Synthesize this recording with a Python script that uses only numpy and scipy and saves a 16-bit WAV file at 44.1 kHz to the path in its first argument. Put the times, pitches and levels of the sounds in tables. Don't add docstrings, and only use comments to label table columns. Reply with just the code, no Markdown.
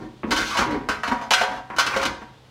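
import sys
import numpy as np
from scipy import signal
from scipy.fft import rfft, irfft, next_fast_len
from scipy.io import wavfile
from scipy.ndimage import uniform_filter1d

SR = 44100
rng = np.random.default_rng(int(sys.argv[2]) if len(sys.argv) > 2 else 0)


def master_out(mix):
    frames = np.transpose(np.atleast_2d(mix))
    ceiling = np.clip(frames, -1, 1)
    pcm = np.round(ceiling * 32767).astype(np.int16)
    wavfile.write(sys.argv[1], SR, pcm)


N = 110250
IMPULSE_SAMPLES = 4096


def amp(db):
    return 10 ** (np.asarray(db) / 20)


def unit(x):
    return x / np.sqrt(np.sum(x ** 2) + 1e-20)


def along(points, hz):
    freqs, values = np.transpose(points)
    return np.interp(np.log(hz + 0.0011), np.log(freqs), values)


def add(out, start_s, x):
    i = round(start_s * SR)
    x = x[max(-i, 0):max(len(out) - i, 0)]
    out[max(i, 0):][:len(x)] += x


def filtered(x, response):
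    size = next_fast_len(N + SR // 2)
    return irfft(rfft(x, size) * response(np.fft.rfftfreq(size, 1 / SR)), size)[:N]


def causal(gain):
    cepstrum = irfft(np.log(gain))
    cepstrum[1:len(cepstrum) // 2] *= 2
    cepstrum[len(cepstrum) // 2 + 1:] = 0
    return np.exp(rfft(cepstrum))


def colour(spectrum, centre_hz=1):
    hz = np.fft.rfftfreq(IMPULSE_SAMPLES, 1 / SR)
    return unit(irfft(causal(amp(along(spectrum, hz / centre_hz)))))


def evened(x, width_hz):
    spectrum = rfft(x, 2 * len(x))
    width_bins = max(2, int(width_hz * 2 * len(x) / SR))
    power = uniform_filter1d(np.abs(spectrum) ** 2, width_bins)
    flatten = causal(1 / np.sqrt(np.abs(power) + 1e-12))
    return unit(irfft(spectrum * flatten)[:len(x)])


def burst(t60_s):
    t = np.arange(2 * IMPULSE_SAMPLES) / SR
    return unit(rng.standard_normal(len(t)) * amp(-60 * t / t60_s))


def tone(hz, blur_hz, size):
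    drift = np.sqrt(2 * np.pi * blur_hz / SR) * rng.standard_normal(size)
    phase = np.cumsum(2 * np.pi * hz / SR + uniform_filter1d(drift, size=200))
    return np.sqrt(2) * np.sin(phase)


def lag(x, time_s):
    keep = np.exp(-1 / time_s / SR)
    return signal.lfilter([1 - keep], [1, -keep], x)


# freq_hz, level_db
ROOM_TONE = [(15, -47), (25, -16), (134, -2.5), (2220, -23.5), (3340, -20), (16000, -48.5)]

def workshop(air_db=-51.5, hum_hz=127, hum_db=-55.5):
    air = filtered(rng.standard_normal(N), lambda hz: amp(along(ROOM_TONE, hz)))
    hum = np.sqrt(2) * np.sin(2 * np.pi * hum_hz * np.arange(N) / SR)
    return amp(air_db) * np.sqrt(N) * unit(air) + amp(hum_db) * hum


def slips(size, per_s=1500, spread_db=3.5):
    slipping = rng.random(size) < per_s / SR
    strength = amp(spread_db * rng.standard_normal(size))
    return slipping * strength * rng.choice([-1, 1], size)


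# start_s, length_s, thump_db, clang_db, centre_hz, edge_db
SCRAPES = [(-.015, 0.075, -31.5, -42, 880, -55), (0.263, 0.05, -27, -41, 880, -51.5),
           (0.359, 0.075, -29, -26.5, 1470, -25.5), (0.436, 0.064, -37, -36, 1270, -29),
           (.49, 0.13, -38.5, -30.5, 1290, -28.5), (0.547, 0.046, -54, -21.5, 1040, -45),
           (0.64, 0.11, -26.5, -30.5, 1000, -68), (1.357, 0.071, -38, -22, 1500, -27.5),
           (1.462, .12, -37.5, -31, 895, -42.5), (1.841, 0.17, -34.5, -24, 1235, -33.5),
           (1.989, 0.14, -33, -37, 990, -71)]

def scrapes(rise_s=0.0072, fall_s=0.043):
    t = np.arange(SR // 4) / SR
    for start_s, length_s, *timbre in SCRAPES:
        pressure = np.clip(t / rise_s, 0, 1) * np.clip((length_s - t) / fall_s + .5, 0, 1)
        yield start_s, np.sqrt(length_s * SR) * unit(pressure * slips(len(t))), timbre


def sheet_resonances(depth=1.44, merge_hz=7000):
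    peaks = np.abs(rfft(evened(burst(t60_s=0.038), width_hz=430))) + 1e-3
    hz = np.fft.rfftfreq(2 * IMPULSE_SAMPLES, 1 / SR)
    contrast = depth / (1 + (hz / merge_hz) ** 2)
    return unit(irfft(causal(peaks ** contrast)))


# freq_hz, level_db
THUMP_SPECTRUM = [(20, -38), (45, -3.5), (170, -11.5), (222, 1), (310, .5), (380, -4.5), (480, -6),
                  (800, -23.5), (3000, -72.5)]
# freq_ratio, level_db
CLANG_SPECTRUM = [(.1, -37), (.4, -11), (1, 2.5), (1.4, -2.5), (2.2, -7), (10, -69)]
# freq_hz, level_db
EDGE_SPECTRUM = [(300, -50), (1200, -3.5), (2200, 4.5), (4300, 0.5), (6200, -4), (7500, -11.5),
                 (11000, -19), (16000, -29)]

def contact(force, thump_db, clang_db, centre_hz, edge_db):
    thump = amp(thump_db) * colour(THUMP_SPECTRUM)
    clang = amp(clang_db) * colour(CLANG_SPECTRUM, centre_hz)
    edge = amp(edge_db) * signal.fftconvolve(colour(EDGE_SPECTRUM), sheet_resonances())
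    spread = burst(t60_s=0.079)
    spread[0] += 0.31
    shake = np.linalg.norm(force) * evened(signal.fftconvolve(force, spread), width_hz=290)
    return signal.fftconvolve(shake, thump + clang + edge[:IMPULSE_SAMPLES])


# freq_hz, t60_s
ROOM_DECAY = [(200, 0.54), (900, 0.59), (5000, 0.41), (14000, 0.26)]

def room(sound, tail_db=-7.5):
    size = SR * 3 // 4
    hz, t, noise = signal.stft(rng.standard_normal(size), SR, nperseg=256)
    decay = amp(-60 * t / along(ROOM_DECAY, hz)[:, None])
    _, tail = signal.istft(noise * decay, SR, nperseg=256)
    response = amp(tail_db) * unit(tail[:size])
    response[0] += 1
    return signal.fftconvolve(sound, response)


def ring(fed, hz, t60_s, level_db=-6, attack_s=0.00051):
    stored = lag(fed, t60_s / (2 * np.log(1000)))
    envelope = lag(np.sqrt(stored), attack_s)
    return amp(level_db) * envelope * tone(hz, blur_hz=1.95 / t60_s, size=N)


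# pitch_hz, gain_db, t60_s
GUTTER_MODES = [(542.7, 8, 0.43), (744.4, 0.5, 0.57), (960, -1, 0.47), (1099, -5, 0.19), (1392, -4.5, 0.21),
                (1516, -1.5, 0.21), (1572, -5.5, 0.61), (2076, -8, 0.43), (2277, -11.5, .2),
                (3146, -7, 0.22)]

def gutter(contacts, reach_octaves=0.22, edge_feed_db=-9.5):
    out = np.zeros(N)
    for pitch_hz, gain_db, t60_s in GUTTER_MODES:
        fed = np.zeros(N)
        for start_s, force, (_, clang_db, centre_hz, edge_db) in contacts:
            from_clang = amp(clang_db) / (1 + (np.log2(pitch_hz / centre_hz) / reach_octaves) ** 2)
            from_edge = amp(edge_db + edge_feed_db + along(EDGE_SPECTRUM, pitch_hz))
            add(fed, start_s, ((from_clang + from_edge) * force) ** 2)
        out += amp(gain_db) * ring(fed, pitch_hz, t60_s)
    return out


# start_s, chatter_s, thump_db, clang_db, centre_hz, edge_db
SNIP_BLOWS = [(.233, 0.013, -22.5, -29, 1100, -76), (0.308, 0.04, -26, -23.5, 1540, -19.5),
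              (.316, 0.011, -20.5, -19, 1120, -21), (.363, 0.054, -43, -22.5, 1220, -21),
              (.571, 0.011, -37, -30, 970, -21), (.588, 0.0071, -23, -18, 1310, -24),
              (.609, 0.019, -21, -17.5, 1050, -27), (.708, 0.012, -23, -29.5, 970, -37),
              (.744, 0.043, -21, -27, 920, -44), (.888, 0.033, -23, -17, 1284, -23),
              (1.034, 0.087, -44, -18.5, 1197, -29), (1.077, 0.0049, -28, -26, 900, -30.5),
              (1.115, 0.0051, -20.5, -18.5, 960, -35), (1.213, 0.03, -35, -28.5, 950, -39.5),
              (1.307, 0.014, -32, -16, 835, -14), (1.3357, 0.003, -39.5, -18.5, 1540, -14.5),
              (1.412, 0.026, -40.5, -17.5, 755, -25), (1.701, 0.034, -33.5, -27.5, 1010, -48),
              (1.764, 0.071, -34, -29, 1400, -30), (1.785, 0.0093, -41, -13.5, 1290, -15.5),
              (1.795, .012, -39, -18.5, 1250, -18), (1.865, 0.0055, -37, -30, 1270, -22),
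              (1.963, 0.01, -34, -22, 481, -25.5), (2.014, .012, -47, -31, 1070, -28.5),
              (2.029, 0.0042, -61, -20.5, 1070, -24.5), (2.054, 0.0067, -30, -23.5, 1220, -21.5),
              (2.217, 0.012, -36.5, -36.5, 920, -51)]

def blows(chatter_db=2):
    t = np.arange(SR // 4) / SR
    strength = np.sqrt(0.027 * SR)
    for start_s, chatter_s, *timbre in SNIP_BLOWS:
        force = amp(chatter_db) * unit(slips(len(t)) * np.exp(-t / chatter_s))
        force[0] += 1
        yield start_s, strength * unit(force), timbre


# pitch_hz, gain_db, t60_s
BLADE_MODES = [(2974, -6.5, 0.083), (4140, -13.5, 0.22), (4900, -23.5, .11), (7200, -22, .12)]

def blades(strikes, spread_db=3):
    out = np.zeros(N)
    for pitch_hz, gain_db, t60_s in BLADE_MODES:
        fed = np.zeros(N)
        for start_s, force, (*_, edge_db) in strikes:
            share = amp(edge_db + spread_db * rng.standard_normal())
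            add(fed, start_s, (share * force) ** 2)
        out += amp(gain_db) * ring(fed, pitch_hz, t60_s)
    return out


# start_s, length_s, glide_s, start_hz, end_hz, level_db
BLADE_SQUEALS = [(0.375, 0.083, .037, 1553, 2340, -35), (0.5, 0.096, .052, 1170, 743, -30),
                 (1.922, .05, .04, 2480, 1800, -32)]

def squeals():
    out = np.zeros(N)
    for start_s, length_s, glide_s, start_hz, end_hz, level_db in BLADE_SQUEALS:
        progress = np.linspace(0, 1, int(length_s * SR))
        bend = np.clip(1 - (1 - progress) * length_s / glide_s, 0, 1)
        pitch_hz = start_hz + (end_hz - start_hz) * bend
        swell = np.sqrt(np.abs(np.sin(np.pi * progress)))
        add(out, start_s, amp(level_db) * swell * tone(pitch_hz, blur_hz=111, size=len(swell)))
    return out


# start_s, level_db
SHEET_CRACKS = [(1.3365, 3), (2.0535, -4)]

def cracks():
    out = np.zeros(N)
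    for start_s, level_db in SHEET_CRACKS:
        add(out, start_s, amp(level_db) * colour(EDGE_SPECTRUM))
    return out


def scene():
    strikes = list(blows())
    contacts = strikes + list(scrapes())
    clatter = np.zeros(N)
    for start_s, force, timbre in contacts:
        add(clatter, start_s, room(contact(force, *timbre)))
    cutting = amp(-4.5) * clatter + gutter(contacts) + blades(strikes) + squeals() + cracks()
    return (cutting + workshop())[None]


def record(dry, top_hz=16100):
    return filtered(dry[0], lambda hz: hz < top_hz)[None]


dry = scene()
out = record(dry)
master_out(out)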